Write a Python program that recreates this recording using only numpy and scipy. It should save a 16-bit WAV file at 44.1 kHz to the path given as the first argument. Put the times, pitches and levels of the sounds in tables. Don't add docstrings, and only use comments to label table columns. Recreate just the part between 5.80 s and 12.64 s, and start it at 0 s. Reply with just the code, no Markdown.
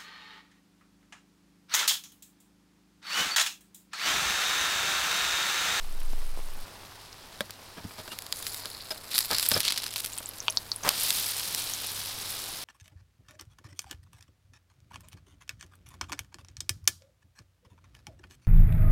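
import sys
import numpy as np
from scipy import signal
from scipy.fft import rfft, irfft
from scipy.io import wavfile
from scipy.ndimage import uniform_filter1d, map_coordinates

SR = 44100
rng = np.random.default_rng(int(sys.argv[2]) if len(sys.argv) > 2 else 0)


def master(y):
    cut = np.clip(np.atleast_2d(y).T, -1, 1)
    pcm = np.round(cut * 32767)
    wavfile.write(sys.argv[1], SR, pcm.astype(np.int16))


N = 301644
T = np.arange(N) / SR

# (time [s], level [dB], treble [dB])
STEAM_POPS = [(1.7074, -36, -7), (2.3883, -31, -5), (2.422, -37.5, -4), (2.4655, -38, -5),
              (2.5256, -24.5, -9), (2.6265, -34, -2), (2.6673, -27, -13), (2.745, -33, -5),
              (2.8568, -32, -9), (3.3809, -19.5, -4), (3.3889, -19, -1), (3.5125, -24, -6),
              (3.5841, -23, -3), (3.5971, -23, -5), (3.8047, -21.5, -3), (3.8515, -24, -11),
              (3.8807, -24, -12), (3.8852, -24, -12), (3.9225, -25, -6), (3.9765, -24.5, -14),
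              (3.9802, -27, -4), (4.065, -28, -16), (4.261, -30, -1), (4.378, -34, -1), (5.0907, -15, -7),
              (5.3055, -18.5, -10), (5.7481, -24, -3)]
# (time [s], level [dB], pitch [Hz])
FAT_SPITS = [(3.5503, -26, 4540), (3.6887, -17, 12070), (4.334, -36, 7300), (4.385, -30.5, 8500),
             (4.459, -33, 7650), (4.4906, -33, 11300), (4.6035, -31.5, 5960), (4.6822, -20, 2840),
             (4.7, -29.5, 5940), (4.7054, -31.5, 10300), (4.7723, -18.5, 4540), (4.9174, -23.5, 4580),
             (4.9616, -31.5, 10000), (5.0356, -33, 6150), (5.9366, -28.5, 6330)]
# (time [s], length [s], pan ring [dB], soft thud [dB], rasp [dB])
SPATULA_TOUCHES = [(1.696, 0.004, -41.5, -60, -55), (1.966, 0.029, -44, -46, -63),
                   (2.043, 0.011, -50, -35, -53), (2.182, 0.022, -42.5, -47.5, -45),
                   (2.278, 0.0052, -38.5, -46.5, -42.5), (2.318, 0.017, -43, -60, -41),
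                   (2.849, 0.0095, -40.5, -68, -53), (3.107, 0.015, -36.5, -50, -35.5),
                   (3.312, 0.052, -69, -66.5, -39), (3.505, 0.027, -30, -42.5, -34.5),
                   (3.716, 0.0046, -26.5, -32, -20), (3.73, 0.044, -37.5, -41, -34),
                   (3.763, 0.012, -28.5, -37, -42), (4.16, 0.0064, -55, -65, -28),
                   (4.404, 0.0034, -39, -48.5, -63)]
# (pitch [Hz], width [Hz], level [dB])
PAN_MODES = [(370, 175, 1.5), (550, 110, 2), (632, 35, 10), (930, 96, 4.5), (1230, 110, 4),
             (1626, 250, 1.5), (2350, 63, 1), (3220, 310, -5.5)]
# (frequency [Hz], level [dB])
BUBBLING_SPECTRUM = [(100, -16), (500, -17.5), (1000, -12), (1900, -11), (2900, -6), (3900, -2), (5200, -3),
                     (6500, -11.5), (9000, -12.5), (16000, -26)]
# (frequency [Hz], level [dB])
FIZZ_SPECTRUM = [(500, -21.5), (6000, -3.5), (7200, -4.5), (8000, -1.5), (10800, 2), (12100, -0.5),
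                 (13700, 0.5), (15500, -5), (16000, -19.5)]
# (pitch [Hz], width [Hz], level [dB])
THUD_MODES = [(101, 26, 0.5), (163, 44, -1.5), (246, 73, -3.5)]
# (frequency [Hz], level [dB])
FIRE_SPECTRUM = [(20, -1), (75, -3.5), (200, -7.5), (600, -7.5), (1050, -7.5), (2000, -12.5), (5000, -21),
                 (16000, -26)]
# (time [s], level [dB], pitch [Hz])
EMBER_POPS = [(.333, -37, 754), (0.574, -38.5, 1100), (.591, -39, 1000), (1.328, -42, 5250)]
# (loudest time [s], level [dB], pitch [Hz], half length [s])
BLADE_SQUEAKS = [(2.321, -44, 2850, 0.015), (3.112, -29.5, 5080, 0.005), (3.744, -19, 5200, 0.0031)]
# (time of full height [s], bubbling [dB], fizz [dB], fade [dB/s])
SIZZLE_SURGES = [(2.09, -61, -54, -1), (2.57, -46, -40, 44), (2.68, -43.5, -39.5, 71),
                 (3.368, -36, -34, 64), (3.56, -33.5, -42, 70), (3.63, -38, -34.5, 43),
                 (3.86, -33.5, -54, 89), (4.18, -47.5, -41, 73), (5.09, -34, -36.8, 3.5),
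                 (5.209, -30.5, -29, 12.5), (6.5, -39.5, -40, 23)]
# (loudest time [s], level [dB], half length [s])
BLADE_STROKES = [(2.85, -47.5, 0.3), (3.36, -36, 0.034)]
# (pitch [Hz], width [Hz], level [dB])
BARE_PAN_MODES = [(638, 8.5, 4), (923, 38, 3.5), (4520, 60, 2.5)]
# (time [s], level [dB])
EDGE_KNOCKS = [(1.607, -22.5), (3.763, -29)]
# (pitch [Hz], width [Hz], level [dB])
KNOCK_RING_MODES = [(207, 32, 3.5), (565, 55, 5), (1670, 150, 4.5), (3430, 400, -5.5), (3880, 50, -3)]
# (time [s], level [dB], fade [dB/s])
BATTER_SLAPS = [(5.033, -36, 400), (5.05, -26, 220), (5.077, -23, 1100)]

SIMMER_DB, SIMMER_FIZZ_DB, CLOSE_FIZZ_DB = -51, -58.5, -52.5
CLOSE_UNTIL_S = 0.844
SURGE_RISE_S, SURGE_RISE_POWER = .08, 1.4
SPATTER_PER_S, SPATTER_DOUBLING_DB = 70, 11
SPATTER_REST_DB, SPATTER_DIG_DB = -11.5, 7
LIFT_S, DIG_DB_PER_S, SETTLE_DB_PER_S = 4.1, 9, 16
AIR_DB = -51
THROB_HZ, THROB_DB, THROB_PEAK_S = 14, -21, 0.31
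THROB_RISE_DB_PER_S, THROB_FADE_DB_PER_S = 30, 23
HUM_HZ, HUM_DB = 99.8, -62.5
HUM_SWELL_DB, HUM_SWELL_S, HUM_SWELL_HALF_LENGTH_S = 5, 4.05, .4
SLIDE_HZ, SLIDE_SINK_OCTAVES_PER_S = 4570, 0.3
SLAP_RISE_DB_PER_S, UNDERSIDE_DB = 3999, -52.5
SPITS_LEFT_DB = 0.4
BLADE_IN_S, BLADE_OUT_S, BLADE_MOVE_S, BLADE_ECHO_DB = 2.07, 3.72, .1, -11
BLADE_LAG_S, BLADE_LAG_DRIFT = .00033, .025
COVER_S, COVER_HALF_LENGTH_S, COVER_DB, COVER_HZ = 4.02, 0.23, -4.5, 11100
TOP_HZ = 16100


def undb(db):
    return 10 ** (np.asarray(db) / 20)


def unit(x):
    return x / np.sqrt(np.mean(x ** 2) + 1e-18)


def add(out, s, sound):
    i = max(int(s * SR), 0)
    out[i:i + len(sound)] += sound[:N - i]


def butter(x, hz, kind="low"):
    return signal.sosfilt(signal.butter(2, hz, kind, fs=SR, output="sos"), x)


def colour(x, points, size=4096):
    hz, db = np.transpose(points)
    grid = np.maximum(np.fft.rfftfreq(size, 1 / SR), 1)
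    level_db = np.interp(np.log(grid), np.log(hz), db)
    cepstrum = irfft(np.log(undb(level_db)))
    cepstrum[1:size // 2] *= 2
    cepstrum[size // 2 + 1:] = 0
    response = irfft(np.exp(rfft(cepstrum)))
    return signal.fftconvolve(x, response / np.linalg.norm(response))[:len(x)]


def ring(x, modes, size=4096):
    t = np.arange(size) / SR
    response = np.zeros(size)
    for k, (hz, width, db) in enumerate(modes):
        decay = np.exp(-np.pi * width * t)
        response += (-1) ** k * undb(db) * width * decay * np.sin(2 * np.pi * hz * t)
    return signal.fftconvolve(x, response / np.linalg.norm(response))[:len(x)]


def cavity(x, hz, share):
    share = min(share, 1)
    edges = hz * (1 + share) ** np.array([-.5, .5])
    return butter(x, edges, "bandpass") * np.sqrt(SR / 2 / (share * hz))


def walk(rate):
    k = max(int(SR / rate), 1)
    steps = np.repeat(rng.standard_normal(N // k + 1), k)
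    return unit(uniform_filter1d(steps, k)[:N])


def swell(peak_s, rise_db_per_s, fade_db_per_s):
    slope = np.where(T < peak_s, rise_db_per_s, fade_db_per_s)
    return undb(-np.abs(slope * (T - peak_s)))


def close_up():
    return uniform_filter1d((T < CLOSE_UNTIL_S) * 1., size=882)


def clicks(rate, spread_db):
    chance = rng.random(N)
    size = np.minimum(rng.exponential(size=N), 4)
    sign = rng.choice([-1, 1], N)
    return unit((chance < rate / SR) * sign * undb(spread_db * size) / np.sqrt(rate))


def bubbles(rate, low_hz, high_hz, spread_db, cycles, size=256):
    chance = rate / SR * np.ones(N)
    starts = np.flatnonzero(rng.random(N - size) < chance[:N - size])
    pitch, damping, strength, turn = rng.random((len(starts), 4)).T[:, :, None]
    turns = low_hz * (high_hz / low_hz) ** pitch * np.arange(size) / SR
    decay = np.exp(-turns / (cycles * 10 ** (damping - .5)))
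    grains = decay * np.sin(2 * np.pi * (turns + turn))
    gain = undb(-spread_db * np.log(strength + np.exp(-4)))
    grains *= gain / np.linalg.norm(grains, axis=1, keepdims=True)
    places = starts[:, None] + np.arange(size)
    out = np.bincount(places.ravel(), grains.ravel(), N)
    return unit(out / np.sqrt(rate))


def in_pan(x, rattle_s=0.003, rattle_db=-3, linger_s=0.0036, linger_db=-10, size=2048):
    t = np.arange(size) / SR
    out = x.copy()
    for decay_s, db in ((rattle_s, rattle_db), (linger_s, linger_db)):
        fade = np.exp(-2 * t / decay_s) - np.exp(-10 * t / decay_s)
        power = signal.fftconvolve(x ** 2, fade / fade.sum())[:N]
        out += undb(db) * np.sqrt(np.abs(power)) * rng.standard_normal(N)
    return out / np.sqrt(1 + undb(rattle_db) ** 2 + undb(linger_db) ** 2)


def boiling():
    bubbling = np.full(N, undb(SIMMER_DB) ** 2)
    fizz = undb(SIMMER_FIZZ_DB) ** 2 + close_up() * undb(CLOSE_FIZZ_DB) ** 2
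    for s, bubbling_db, fizz_db, fade_db_per_s in SIZZLE_SURGES:
        rise = np.clip(1 + (T - s) / SURGE_RISE_S, 0, 1) ** SURGE_RISE_POWER
        flare = rise * undb(-fade_db_per_s * np.maximum(T - s, 0))
        bubbling = bubbling + (undb(bubbling_db) * flare) ** 2
        fizz = fizz + (undb(fizz_db) * flare) ** 2
    return np.sqrt(bubbling), np.sqrt(fizz)


def frying():
    bubbling, fizz = boiling()
    heat_db = 20 * np.log10(bubbling) - SIMMER_DB
    rate = SPATTER_PER_S * 2 ** (heat_db / SPATTER_DOUBLING_DB)
    dig = undb(SPATTER_DIG_DB) * swell(LIFT_S, DIG_DB_PER_S, SETTLE_DB_PER_S)
    spatter = np.hypot(undb(SPATTER_REST_DB), dig)
    snaps = clicks(rate, spread_db=3)
    low_spatter = snaps + undb(-6) * bubbles(rate, 2500, 7000, spread_db=4, cycles=2)
    high_spatter = snaps + undb(-4) * bubbles(rate, 6500, 15000, spread_db=4, cycles=3)
    coarse = in_pan(clicks(rate=3500, spread_db=4.0) + spatter * low_spatter)
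    fine_bubbles = bubbles(5000, 5440, 21600, spread_db=7.5, cycles=1.5)
    fine = in_pan(fine_bubbles + spatter * high_spatter)
    low_sizzle = bubbling * unit(colour(coarse, BUBBLING_SPECTRUM))
    high_sizzle = fizz * unit(colour(fine, FIZZ_SPECTRUM))
    seethe = undb(0.73 * walk(rate=35))
    return seethe * (low_sizzle + high_sizzle)


def campfire(pop_s=0.0018, pop_width_hz=800, size=2048):
    rush = undb(AIR_DB + 1.0 * walk(rate=7.3)) * colour(rng.standard_normal(N), FIRE_SPECTRUM)
    crackle = undb(-58.5) * in_pan(clicks(rate=70, spread_db=3.5))
    for s, db, hz in EMBER_POPS:
        burst = rng.standard_normal(size) * np.exp(-np.arange(size) / SR / pop_s)
        pop = ring(burst, [(hz, pop_width_hz, 0)])
        add(rush, s, undb(db) * np.sqrt(2 * pop_s * SR) * pop / np.linalg.norm(pop))
    return rush + ring(crackle, [(940, 460, 0.0), (2660, 990, -8.5)])


def drone():
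    step = (1 + np.tanh((T - HUM_SWELL_S) / HUM_SWELL_HALF_LENGTH_S)) / 2
    hum_db = HUM_DB + HUM_SWELL_DB * step
    hum_phase = 2 * np.pi * np.cumsum(HUM_HZ * (1 + 0.0148 * walk(rate=5.4))) / SR
    hum = undb(hum_db + walk(rate=5)) * (np.sin(hum_phase) + undb(-12) * np.sin(2 * hum_phase))
    throb_swell = swell(THROB_PEAK_S, THROB_RISE_DB_PER_S, THROB_FADE_DB_PER_S)
    throb_gain = undb(THROB_DB) * throb_swell * close_up()
    throb_phase = 2 * np.pi * np.cumsum(THROB_HZ * (1 + 0.055 * walk(rate=11.8))) / SR
    third = undb(-27 + 3 * walk(rate=10)) * np.sin(3 * throb_phase)
    throb = throb_gain * (np.sin(throb_phase) + third)
    return np.sqrt(2) * (hum + throb)


def knocks(crack_db=-12, tick_db=-12, chatter_db=-9, blow_s=.004):
    blows = np.zeros(N)
    for s, db in EDGE_KNOCKS:
        blows[int(s * SR)] = undb(db) * np.sqrt(blow_s * SR)
    chatter = in_pan(blows, rattle_s=.007, rattle_db=5)
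    out = ring(blows, KNOCK_RING_MODES)
    out += undb(chatter_db) * ring(chatter, PAN_MODES)
    out += undb(crack_db) * colour(chatter, BUBBLING_SPECTRUM)
    return out + undb(tick_db) * colour(in_pan(blows), FIZZ_SPECTRUM)


def spatula(attack_s=0.00022, blow_s=0.0074, grit_db=-10, size=8192):
    t = np.arange(size) / SR
    force = np.zeros((3, N))
    for s, length, *levels in SPATULA_TOUCHES:
        press = (1 - np.exp(-t / attack_s)) / np.sqrt(1 + (t / length) ** 6)
        blow = np.exp(-length / blow_s)
        for row, db in zip(force, levels):
            catches = press * rng.standard_normal(size) * (rng.random(size) < 3500 / SR)
            scrape = catches / (np.linalg.norm(catches) + 1e-9)
            push = np.sqrt(blow) * (t == 0) + np.sqrt(1 - blow) * scrape
            add(row, s, undb(db) * np.sqrt(length * SR) * push)
    metal, thud, rasp = force
    crust = colour(rasp, BUBBLING_SPECTRUM) + undb(grit_db) * colour(rasp, FIZZ_SPECTRUM)
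    return ring(metal, PAN_MODES) + ring(thud, THUD_MODES) + crust


def pops(burst_s=.004):
    kicks = np.zeros((3, N))
    for s, db, treble_db in STEAM_POPS:
        bright = min(undb(treble_db), .97)
        dull = np.sqrt(1 - bright ** 2)
        shares = np.array([dull, dull * bright, bright ** 2])
        kicks[:, int(s * SR)] += undb(db) * np.sqrt(burst_s * SR) * shares
    snap, crack, tick = (in_pan(x, rattle_s=.0012, rattle_db=-1, linger_db=-11) for x in kicks)
    snap = colour(butter(snap, 1100, "high"), BUBBLING_SPECTRUM)
    return snap + colour(crack, FIZZ_SPECTRUM) + ring(tick, [(11300, 3100, 0)])


def squeaks():
    waver = np.cumsum(1 + 0.0183 * walk(rate=780)) / SR
    out = np.zeros(N)
    for s, db, hz, half_s in BLADE_SQUEAKS:
        envelope = np.exp(-((T - s) / half_s) ** 2)
        out += undb(db) * envelope * np.sin(2 * np.pi * hz * waver)
    return np.sqrt(2) * out


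def slide(width_hz=450):
    pressure = sum(undb(db) * np.exp(-((T - s) / half_s) ** 2) for s, db, half_s in BLADE_STROKES)
    hz = SLIDE_HZ * 2 ** (-SLIDE_SINK_OCTAVES_PER_S * (T - BLADE_STROKES[0][0]))
    swing = np.exp(2j * np.pi * np.cumsum(hz) / SR)
    held = butter(clicks(rate=160, spread_db=3.5) / swing, width_hz)
    return pressure * unit((held * swing).real)


def spits(body_db=-8, bare_db=-12, snap_db=-5, size=2048):
    t = np.arange(size) / SR
    out, kicks, snaps = np.zeros(N), np.zeros(N), np.zeros(N)
    burst_s, tail_s, tail_db, crack_db = .005, .007, -10, -22
    narrow_share, broadening = .11, 2.6
    for s, db, hz in FAT_SPITS:
        tail = rng.standard_normal(size) * np.exp(-t / tail_s) * (1 - np.exp(-10 * t / tail_s))
        push = (t == 0) + undb(tail_db) * tail / np.linalg.norm(tail)
        tone = cavity(push, hz, narrow_share + broadening * undb(db))
        gain = undb(db) * np.sqrt(burst_s * SR)
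        bulk = 2800 / hz
        add(out, s, gain * (tone / np.linalg.norm(tone) + undb(crack_db) * push))
        add(snaps, s, gain * push * bulk ** 2)
        add(kicks, s, gain * (t == 0) * bulk ** 4)
    body = undb(body_db) * cavity(kicks, hz=1140, share=0.77)
    bare = undb(bare_db) * ring(kicks + out / 2, BARE_PAN_MODES)
    return out + undb(snap_db) * butter(snaps, [450, 4300], "bandpass") + body + bare


def landing():
    slaps = sum((undb(db) * swell(s, SLAP_RISE_DB_PER_S, fade)) ** 2 for s, db, fade in BATTER_SLAPS)
    underside = undb(UNDERSIDE_DB) ** 2 * (T > BATTER_SLAPS[-1][0])
    wet = [(60, -6), (400, -2.5), (700, 4), (1200, 3.5), (2600, -4.5), (12000, -18.0)]
    return np.sqrt(slaps + underside) * colour(clicks(rate=2800, spread_db=5), wet)


def round_the_blade(x):
    blade_in = np.tanh((T - BLADE_IN_S) / BLADE_MOVE_S)
    blade_out = np.tanh((T - BLADE_OUT_S) / BLADE_MOVE_S)
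    share = undb(BLADE_ECHO_DB) * (blade_in - blade_out) / 2
    lag = BLADE_LAG_S * (1 + BLADE_LAG_DRIFT * walk(rate=5.99))
    echo = map_coordinates(x, [(T - lag) * SR])
    hollow = (x - share * echo) / np.sqrt(1 + share ** 2)
    low = signal.sosfiltfilt(signal.butter(2, COVER_HZ, fs=SR, output="sos"), hollow)
    cover = np.exp(-((T - COVER_S) / COVER_HALF_LENGTH_S) ** 2)
    return low + (hollow - low) * undb(COVER_DB * cover)


def scene():
    fire = campfire() + drone()
    blade = knocks() + spatula() + squeaks() + slide()
    mono = round_the_blade(frying() + pops()) + fire + blade + landing()
    return mono + spits() * undb(np.array([[1], [-1]]) * SPITS_LEFT_DB / 2)


def record(dry):
    steep = signal.ellip(10, .2, 70, TOP_HZ, fs=SR, output="sos")
    return signal.sosfilt(steep, np.clip(dry, -1, 1))


dry = scene()
out = record(dry)
master(out)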